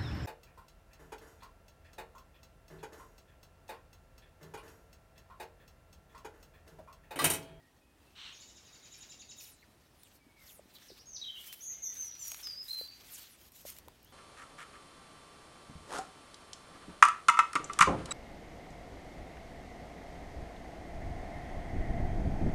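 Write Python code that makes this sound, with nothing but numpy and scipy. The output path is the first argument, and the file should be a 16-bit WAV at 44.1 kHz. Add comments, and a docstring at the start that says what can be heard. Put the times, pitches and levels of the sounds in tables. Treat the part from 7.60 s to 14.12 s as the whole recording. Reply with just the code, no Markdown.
"""A songbird on a wooded river bank gives a harsh rasp, a rapid two-voiced trill, then a louder phrase of
falling whistles. The two sides of its syrinx sound the trill together; trunks and leaves scatter the song.
Close by, a fly line is cast and drawn in: sliding friction in the rod rings makes it hiss, and its impacts
on the rod tick. Air pockets resonate as small plops. Behind lie faint far whistles and twitters,
lingering echoes of the song and the murmur of slow water."""
import sys
import numpy as np
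from scipy import signal
from scipy.fft import rfft, irfft, next_fast_len
from scipy.io import wavfile
from scipy.ndimage import uniform_filter1d, map_coordinates

SR = 44100
rng = np.random.default_rng(int(sys.argv[2]) if len(sys.argv) > 2 else 0)


def waveform_to_disk(signal):
    """Save audio, clipped to [-1, 1], as 16-bit WAV at the path in sys.argv[1]."""
    frames = np.transpose(np.atleast_2d(signal))
    scaled = np.clip(frames, -1, 1) * 32767
    samples = np.round(scaled).astype(np.int16)
    wavfile.write(sys.argv[1], SR, samples)


N = 287701
T = np.arange(N) / SR

# Whistles of the loud phrase:
# (time [s], duration [s], start pitch [Hz], middle pitch [Hz], end pitch [Hz], level [dB], buzz depth [Hz])
PHRASE_NOTES = [(3.457, .045, 6390, 6585, 6420, -57, 5), (3.497, 0.036, 5960, 6440, 6450, -52.5, 0),
                (3.53, 0.041, 5910, 6114, 5790, -48.5, 0), (3.547, 0.025, 6030, 5220, 3540, -44.5, 0),
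                (3.614, 0.023, 3990, 3820, 3840, -38.5, 11), (3.634, 0.021, 3650, 3310, 3090, -45.5, -3),
                (3.681, 0.0284, 3290, 3037, 3280, -41, 36), (3.758, 0.031, 2896, 2960, 3510, -46, -2),
                (3.877, 0.046, 3090, 3087, 3100, -54.5, 0), (4.006, 0.044, 5740, 6590, 6480, -48, 26),
                (4.05, 0.087, 6455, 6430, 6180, -42, 260), (4.221, .033, 6480, 6650, 6590, -43, 0),
                (4.227, 0.047, 6320, 6235, 5940, -40, 53), (4.246, 0.066, 6200, 6116, 6260, -41.5, 353),
                (4.368, 0.049, 6160, 6290, 6420, -42.5, 0), (4.39, 0.098, 6215, 5964, 5800, -42.5, -2),
                (4.592, .11, 6160, 5817, 5740, -45.5, 55), (4.596, 0.13, 7460, 6740, 6500, -49.5, 72),
                (4.828, .018, 5830, 6260, 6360, -49.5, 55), (4.831, 0.049, 5380, 5110, 5040, -44.5, 101),
                (4.866, 0.086, 4960, 4796, 4770, -44, 15), (4.97, 0.057, 4925, 5090, 5006, -44.5, 7),
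                (5.082, 0.04, 3947, 4130, 4246, -40.5, -2), (5.107, 0.1, 4160, 4095, 4093, -44, 29),
                (5.196, 0.098, 4510, 4640, 4540, -49.5, 4)]
# Faint far whistles and twitters, and lingering echoes of the songbird's trill and phrase
# (the steady tones at 1.869, 3.88 and 4.245 s); columns as in PHRASE_NOTES
FAR_CALLS_AND_ECHOES = [(-.02, 0.092, 1960, 1880, 1840, -70.5, 0),
                        (.21, 0.051, 2520, 2517, 2560, -72.5, -3), (.401, .096, 2680, 2620, 2760, -76, 0),
                        (1.869, 0.14, 4120, 3995, 4010, -72, 3), (2.6, 0.12, 2297, 2268, 2190, -69.5, -2),
                        (2.76, 0.092, 2270, 2140, 1936, -66.5, 69),
                        (3.145, .03, 4880, 3800, 3440, -58, 500),
                        (3.21, 0.071, 5900, 5820, 5800, -68.5, 398),
                        (3.277, .042, 6070, 4780, 3780, -56.5, 495),
                        (3.384, 0.032, 4750, 5230, 5740, -58.5, 400),
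                        (3.65, 0.174, 2130, 2140, 2230, -72.5, -2),
                        (3.88, 0.185, 3380, 3410, 3380, -71.5, 0), (4.09, 0.24, 1923, 2146, 1910, -71.5, 3),
                        (4.245, .11, 3520, 3545, 3530, -71.5, 0),
                        (6.451, 0.093, 2920, 3450, 3670, -72, 157)]
# Syllables of the trill: (time [s], level [dB])
TRILL_ONSETS = [(.72, -55), (0.791, -54), (.868, -57.5), (0.947, -57), (1.045, -59.5), (1.122, -57.5),
                (1.225, -56.5), (1.312, -53), (1.401, -53), (1.49, -52), (1.589, -52.5), (1.686, -51),
                (1.775, -50.5)]
# Course of one syllable, sung by both sides of the syrinx: (time from onset [s], upper pitch [Hz],
# lower pitch [Hz], upper relative level [dB], lower relative level [dB], pitch roughness [fraction])
SYLLABLE_SHAPE = [(0, 6000, 3450, -11, -16, .025), (.006, 6650, 3750, -3, -6, .015),
                  (.014, 7050, 3880, 0, -4, .015), (.022, 6900, 3650, 0, -13, .04),
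                  (.028, 5700, 3200, 0, -8, .08), (.034, 5000, 2650, 0, -4, .085),
                  (.042, 3900, 2000, -14, -16, .09)]
# Spectra of the bird's rasp and the line's hiss and rub: (frequency [Hz], relative spectral density [dB])
RASP_SPECTRUM = [(500, -40), (900, -15), (1300, -11), (1700, -11.5), (2300, -10.5), (3000, -0.5),
                 (3600, -5.5), (4200, -5.5), (4800, -19), (5900, -15), (7000, -25), (8300, -21.5),
                 (9500, -51), (13000, -58)]
HISS_SPECTRUM = [(1000, -23.5), (2500, -9.5), (4600, -8), (6600, -6), (7700, -8.5), (9400, -6.5),
                 (10400, -11), (11400, -4), (13000, -3.5), (15800, -8)]
RUB_SPECTRUM = [(600, -19), (1100, -8.5), (1600, -7), (2500, -5.5), (3500, -4.5), (6000, -7.5),
                (10000, -22)]
# Pulls of line through the rings: (time [s], duration [s], hiss gain [dB], rub gain [dB])
LINE_PULLS = [(.95, 0.68, -92, -62.5), (1.753, .19, -54, -70), (2.186, 0.098, -76, -68),
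              (2.352, 0.2, -73, -69.5), (2.503, 0.093, -65, -71), (2.764, .17, -63, -63.5),
              (2.837, 0.15, -56.5, -75), (3.126, 0.057, -59.5, -67), (3.17, 0.15, -65, -66),
              (3.355, 0.046, -63, -60), (3.74, 0.25, -52, -59.5), (3.919, 0.034, -49, -56),
              (3.929, 0.14, -56.5, -63.5), (4.283, 0.23, -53.5, -59), (4.46, 0.14, -70, -60),
              (4.564, 0.2, -49, -59.5), (4.662, 0.037, -45, -74), (4.68, 0.23, -52, -57.5),
              (4.833, 0.17, -64, -64), (4.992, .32, -50, -60.5), (5.418, 0.29, -53.5, -62.5),
              (5.64, 0.11, -65.5, -69), (5.759, .16, -59.5, -66.5), (5.903, .17, -55.5, -79),
              (6.046, 0.094, -46.5, -55.5), (6.115, 0.1, -56.5, -75)]
# Creep of the slack line between pulls: (time [s], relative level [dB])
LINE_CREEP = [(0, -7), (.6, -0.5), (1.5, 2), (2.6, -3.5), (3.1, 3.5), (5.4, 7.5), (6.5, 2)]
# Glides of the slowing line: (time [s], duration [s], start frequency [Hz], level [dB])
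LINE_ZINGS = [(1.371, 0.034, 13500, -66), (1.837, 0.023, 6200, -62.5), (1.85, .06, 3640, -68),
              (1.864, .11, 13000, -66.5), (2.017, 0.035, 2650, -66), (2.356, 0.16, 12000, -71.5),
              (2.43, 0.055, 4400, -71), (2.86, 0.031, 6580, -65), (2.881, .04, 4300, -64),
              (2.898, 0.12, 13500, -66.5), (3.993, 0.096, 14300, -62.5), (4.339, .046, 2300, -68),
              (4.428, 0.065, 13400, -64), (5.497, 0.083, 15500, -55), (5.526, 0.046, 9600, -53.5),
              (5.564, 0.14, 5400, -67), (5.675, 0.1, 14000, -65.5)]
# Impacts of the line on the rod: (time [s], gain [dB], extra gain of the body [dB])
ROD_TAPS = [(2.434, -40.5, -7), (3.185, -56, 8), (3.927, -35.5, 2), (3.936, -43, -8), (4.681, -25, -30),
            (4.718, -23, -8.5), (4.745, -41, 11), (4.872, -35, -1), (5.276, -45, -2), (5.524, -41, -25),
            (5.92, -43, -14), (6.102, -30, -17), (6.166, -44.5, 2.5), (6.186, -32.5, -10),
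            (6.283, -39.5, -5.5), (6.430, -46, -24), (6.447, -43, -32)]
# Air pockets in the water: (time [s], relative level [dB], start pitch [Hz], 60 dB decay time [s])
AIR_POCKETS = [(2.666, -55, 268, 0.045), (2.994, -42.5, 572, 0.018), (3.057, -50, 290, 0.017),
               (3.303, -43.5, 486, 0.016), (3.317, -51.5, 366, 0.054), (4.723, -47, 660, 0.012),
               (5.212, -39.5, 503, 0.02), (6.052, -39, 570, 0.022), (6.277, -41, 486, 0.01),
               (6.284, -38.5, 950, 0.0086)]
# Spectrum of slow water and open air: (frequency [Hz], relative spectral density [dB])
RIVER_SPECTRUM = [(15, -32), (25, -3), (59, -0.5), (165, -10), (194, -9), (255, -9), (500, -14.5),
                  (620, -14), (1640, -22), (1820, -19.5), (2260, -25.5), (2590, -24), (6490, -33),
                  (8970, -29), (15800, -37.5)]
# Slow swell of the murmur: (time [s], relative level [dB])
RIVER_SWELL = [(0.0, -70.5), (1.05, -68), (4.28, -70), (5.9, -70), (6.21, -66), (6.52, -69.5)]


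def whistle(length, start_hz, middle_hz, end_hz, buzz_hz, overtone_db,
            flutter_hz=135, edge_s=0.0013, unsteady=0.0016):
    """Frequency modulation: fast flutter of the syrinx adds a buzz to a gliding, nearly pure tone."""
    t = np.arange(int(length * SR)) / SR
    hz = np.polyval(np.polyfit([0, .5, 1], [start_hz, middle_hz, end_hz], 2), t / length)
    flutter = np.sin(cycles(flutter_hz * (1 + 0.14 * wobble(64, len(t)))))
    waver = 1 + unsteady * wobble(256, len(t))
    phase = cycles(hz * waver + buzz_hz * flutter)
    gate = np.sin(np.pi / 2 * np.clip(np.minimum(t, length - t) / edge_s, 0, 1)) ** 2
    return unit(gate * (np.sin(phase) + amp(overtone_db) * np.sin(2 * phase)))


def phrase(overtone_db=-19):
    """Harmonic distortion: in the loud run of whistles, high notes sung hard are the least pure."""
    out = np.zeros(N)
    for s, length, start, middle, end, db, buzz in PHRASE_NOTES:
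        strain_db = 1.8 * (db + 40.5) + 30 * np.log2(middle / 6300)
        note = amp(db) * whistle(length, start, middle, end, buzz, overtone_db + strain_db)
        add(out, s, among_trees(note, wet_db=1.5, t60=0.3, far_db=-9.5))
    return out


def trill(sum_tone_db=-16, first_wet_db=6, rise_s=0.138, hoarseness=0.01):
    """Biphonation: two voices arch, then plunge and break up; their coupling adds a weak sum tone."""
    out = np.zeros(N)
    t = np.arange(int(SYLLABLE_SHAPE[-1][0] * SR)) / SR
    upper_hz, lower_hz, upper_db, lower_db, roughness = curves(SYLLABLE_SHAPE, t)
    first_s, last_s = TRILL_ONSETS[0][0], TRILL_ONSETS[-1][0]
    for s, db in TRILL_ONSETS:
        age = s - first_s
        detune = 1 + .012 * rng.standard_normal()
        tuning = detune * np.interp(age, [0, rise_s], [.94, 1])  # the trill starts a little flat
        veil = 1 - age / (last_s - first_s)  # early syllables are hoarser and richer in echoes
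        jitter = roughness + hoarseness * (.5 + veil)
        upper_phase = cycles(tuning * upper_hz * (1 + jitter * wobble(1410, len(t))))
        lower_phase = cycles(tuning * lower_hz * (1 + jitter * wobble(1393, len(t))))
        sum_tone = amp(sum_tone_db) * np.sin(upper_phase + lower_phase)
        voices = amp(upper_db) * np.sin(upper_phase) + amp(lower_db) * (np.sin(lower_phase) + sum_tone)
        add(out, s, among_trees(amp(db) * unit(voices), wet_db=veil * first_wet_db, t60=0.42, far_db=-12))
    return out


def rasp(start_s=0.547, level_db=-49.5, attack_s=0.032, hold_s=.14, t60=0.41, rough_db=-0.5):
    """Aperiodic sound has no pitch: a scrape of noise opens the song, swells and decays exponentially."""
    grain = rng.standard_normal(N) * amp(rough_db * wobble(350))
    age = np.maximum(T - start_s, 0)
    swell = 1 - np.exp(-age / attack_s)
    decay_db = 60 * np.maximum(age - hold_s, 0) / t60
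    return swell * amp(level_db - decay_db) * coloured(grain, RASP_SPECTRUM)


def among_trees(x, wet_db, t60, far_db, woods_t60=.55):
    """Scattering: echoes off near trunks and leaves follow the direct sound, with a tail from far woods."""
    t = np.arange(SR * 3 // 4) / SR
    spray = rng.standard_normal(len(t)) ** 3  # cubing makes a few echoes stand out
    near = spray * amp(-60 * t / t60) * (1 - np.exp(-t / 0.0012))
    far = rng.standard_normal(len(t)) * amp(-60 * t / woods_t60) * (1 - np.exp(-t / .05))
    response = amp(wet_db) * near / np.linalg.norm(near) + amp(far_db) * far / np.linalg.norm(far)
    response[0] = 1  # the direct path
    return signal.fftconvolve(x, response / np.linalg.norm(response))


def fly_line(rub_db=-2, free_db=-4, held_db=1):
    """Sliding friction: line running through the rings gives a bright hiss over a duller rub."""
    hiss_gain, rub_gain = pull_gains()
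    hiss = coloured(friction(), HISS_SPECTRUM)
    rub = coloured(friction(), RUB_SPECTRUM)
    low_band = filtered(hiss, lambda hz: 1 / (1 + (hz / 7500) ** 6))
    # free line in the air hisses thinly; drawn in by hand at the end it is fuller
    grip = amp(np.interp(T, [5.2, 5.5], [free_db, held_db]))
    return hiss_gain * (hiss + (grip - 1) * low_band) + amp(rub_db) * rub_gain * rub


def pull_gains(hiss_exponent=1.2, rub_exponent=0.74, idle_hiss_db=-78, idle_rub_db=-72, uneven_db=4):
    """Power law: hiss and rub grow with the line's speed in each pull; slack line creeps in between."""
    creep = amp(curves(LINE_CREEP)[0] + uneven_db * wobble(6.3))
    hiss_power = (amp(idle_hiss_db) * creep) ** 2
    rub_power = (amp(idle_rub_db) * creep) ** 2
    for s, length, hiss_db, rub_db in LINE_PULLS:
        speed = np.abs(np.sin(np.linspace(0, np.pi, int(length * SR))))
        add(hiss_power, s, (amp(hiss_db) * speed ** hiss_exponent) ** 2)
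        add(rub_power, s, (amp(rub_db) * speed ** rub_exponent) ** 2)
    return np.sqrt(hiss_power), np.sqrt(rub_power)


def friction(grain_db=1.6, flicker_db=1.6, patch_db=2.5):
    """Random amplitude modulation: fine friction grains, made patchy in both frequency and time."""
    grains = rng.standard_normal(N) * amp(grain_db * wobble(1500) + flicker_db * wobble(70))
    spectra = signal.stft(grains, nperseg=512)[2]
    patches = uniform_filter1d(rng.standard_normal(spectra.shape), size=6, axis=0)  # about 500 Hz wide
    patches = uniform_filter1d(patches, size=6, axis=1)  # about 35 ms long
    return signal.istft(spectra * amp(patch_db * unit(patches)), nperseg=512)[1][:N]


def zings(spread=.15, end_ratio=.57):
    """Passage rate sets pitch: the line's texture crosses a ring ever more slowly, so a noise band falls."""
    out = np.zeros(N)
    for s, length, start_hz, db in LINE_ZINGS:
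        size = int(length * SR)
        hz = np.geomspace(start_hz, end_ratio * start_hz, size)
        phase, width_hz = cycles(hz), spread * (hz[0] + hz[-1])
        band = wobble(width_hz, size) * np.cos(phase) + wobble(width_hz, size) * np.sin(phase)
        add(out, s, amp(db) * unit(band * np.sin(np.linspace(0, np.pi, size))))
    return out


def ticks(snap_db=-6, knock_db=-5, t60=.012):
    """Impact excitation: the line taps the rod, giving a bright, quickly damped snap with a little body."""
    out = np.zeros(N)
    t = np.arange(SR // 20) / SR
    for s, db, body_db in ROD_TAPS:
        snap = coloured(rng.standard_normal(len(t)), [(1000, -28), (5000, -13), (10000, 2), (13000, 6.5)])
        body = coloured(rng.standard_normal(len(t)), [(700, -9), (1600, 2.5), (4000, 3.5), (8000, -4.5)])
        add(out, s, amp(db - 60 * t / t60) * (amp(snap_db) * snap + amp(body_db + knock_db) * body))
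    return out


def plops(rise_per_s=3, attack_s=0.0005, gain_db=3):
    """Bubble resonance: each plop is a short-lived air pocket whose pitch rises as it rings."""
    out = np.zeros(N)
    t = np.arange(SR // 12) / SR
    for s, db, hz, t60 in AIR_POCKETS:
        envelope = amp(db + gain_db - 60 * t / t60) * (1 - np.exp(-t / attack_s))
        add(out, s, envelope * np.sin(cycles(hz * (1 + rise_per_s * t))))
    return out


def far_calls_and_echoes():
    """Reverberation: faint far whistles and twitters, and lingering echoes of the trill and phrase."""
    out = np.zeros(N)
    for s, length, start, middle, end, db, buzz in FAR_CALLS_AND_ECHOES:
        note = whistle(length, start, middle, end, buzz, overtone_db=-28, edge_s=.008, unsteady=0.0032)
        add(out, s, among_trees(amp(db) * note, wet_db=2.5, t60=0.13, far_db=-1.5))
    return out


def river(gain_db=4, ripple_db=1):
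    """Broadband ambient noise: slow water and open air make a soft, slightly uneven murmur."""
    level_db = curves(RIVER_SWELL)[0] + gain_db + ripple_db * wobble(14)
    return amp(level_db) * coloured(rng.standard_normal(N), RIVER_SPECTRUM)


def amp(db):
    """Decibel law: amplitude grows tenfold every 20 dB."""
    return 10 ** (np.asarray(db) / 20)


def unit(x):
    """Normalisation to rms 1."""
    return x / np.sqrt(np.mean(x ** 2) + 1e-20)


def curves(rows, t=T):
    """Linear interpolation of each column after the time."""
    times, *columns = np.transpose(rows)
    return [np.interp(t, times, column) for column in columns]


def wobble(rate, size=N):
    """Spline interpolation of random knots, rate of them a second."""
    knots = rng.standard_normal(int(size * rate / SR) + 4)
    return map_coordinates(knots, [np.arange(size) * rate / SR])


def cycles(hz):
    """Phase in radians, the time integral of angular frequency."""
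    return 2 * np.pi * np.cumsum(hz) / SR


def filtered(x, response):
    """Linear filtering: the spectrum of x times a frequency response."""
    size = next_fast_len(len(x) + 8192)
    return irfft(rfft(x, size) * response(np.fft.rfftfreq(size, 1 / SR)), size)[:len(x)]


def coloured(x, spectrum):
    """Spectral shaping by (frequency [Hz], level [dB]) points, scaled to rms 1."""
    points_hz, db = np.transpose(spectrum)
    return unit(filtered(x, lambda hz: amp(np.interp(np.log(hz + 1), np.log(points_hz), db))))


def add(track, s, sound):
    """Superposition of a sound on a track, starting at s seconds."""
    start = round(s * SR)
    part = sound[max(-start, 0):max(N - start, 0)]
    track[max(start, 0):][:len(part)] += part


def scene():
    """Superposition: the song, far calls and echoes, the angler's line and the water sum in one channel."""
    birds = rasp() + trill() + phrase() + far_calls_and_echoes()
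    return (birds + fly_line() + zings() + ticks() + plops() + river())[None]


def record(dry, low_hz=37, top_hz=15900):
    """Band limiting: the deepest bass rolls off and nothing above top_hz passes."""
    def passband(hz):
        return (hz < top_hz) * hz ** 4 / (hz ** 4 + low_hz ** 4)
    return np.array([filtered(channel, passband) for channel in dry])


dry = scene()
out = record(dry)
waveform_to_disk(out)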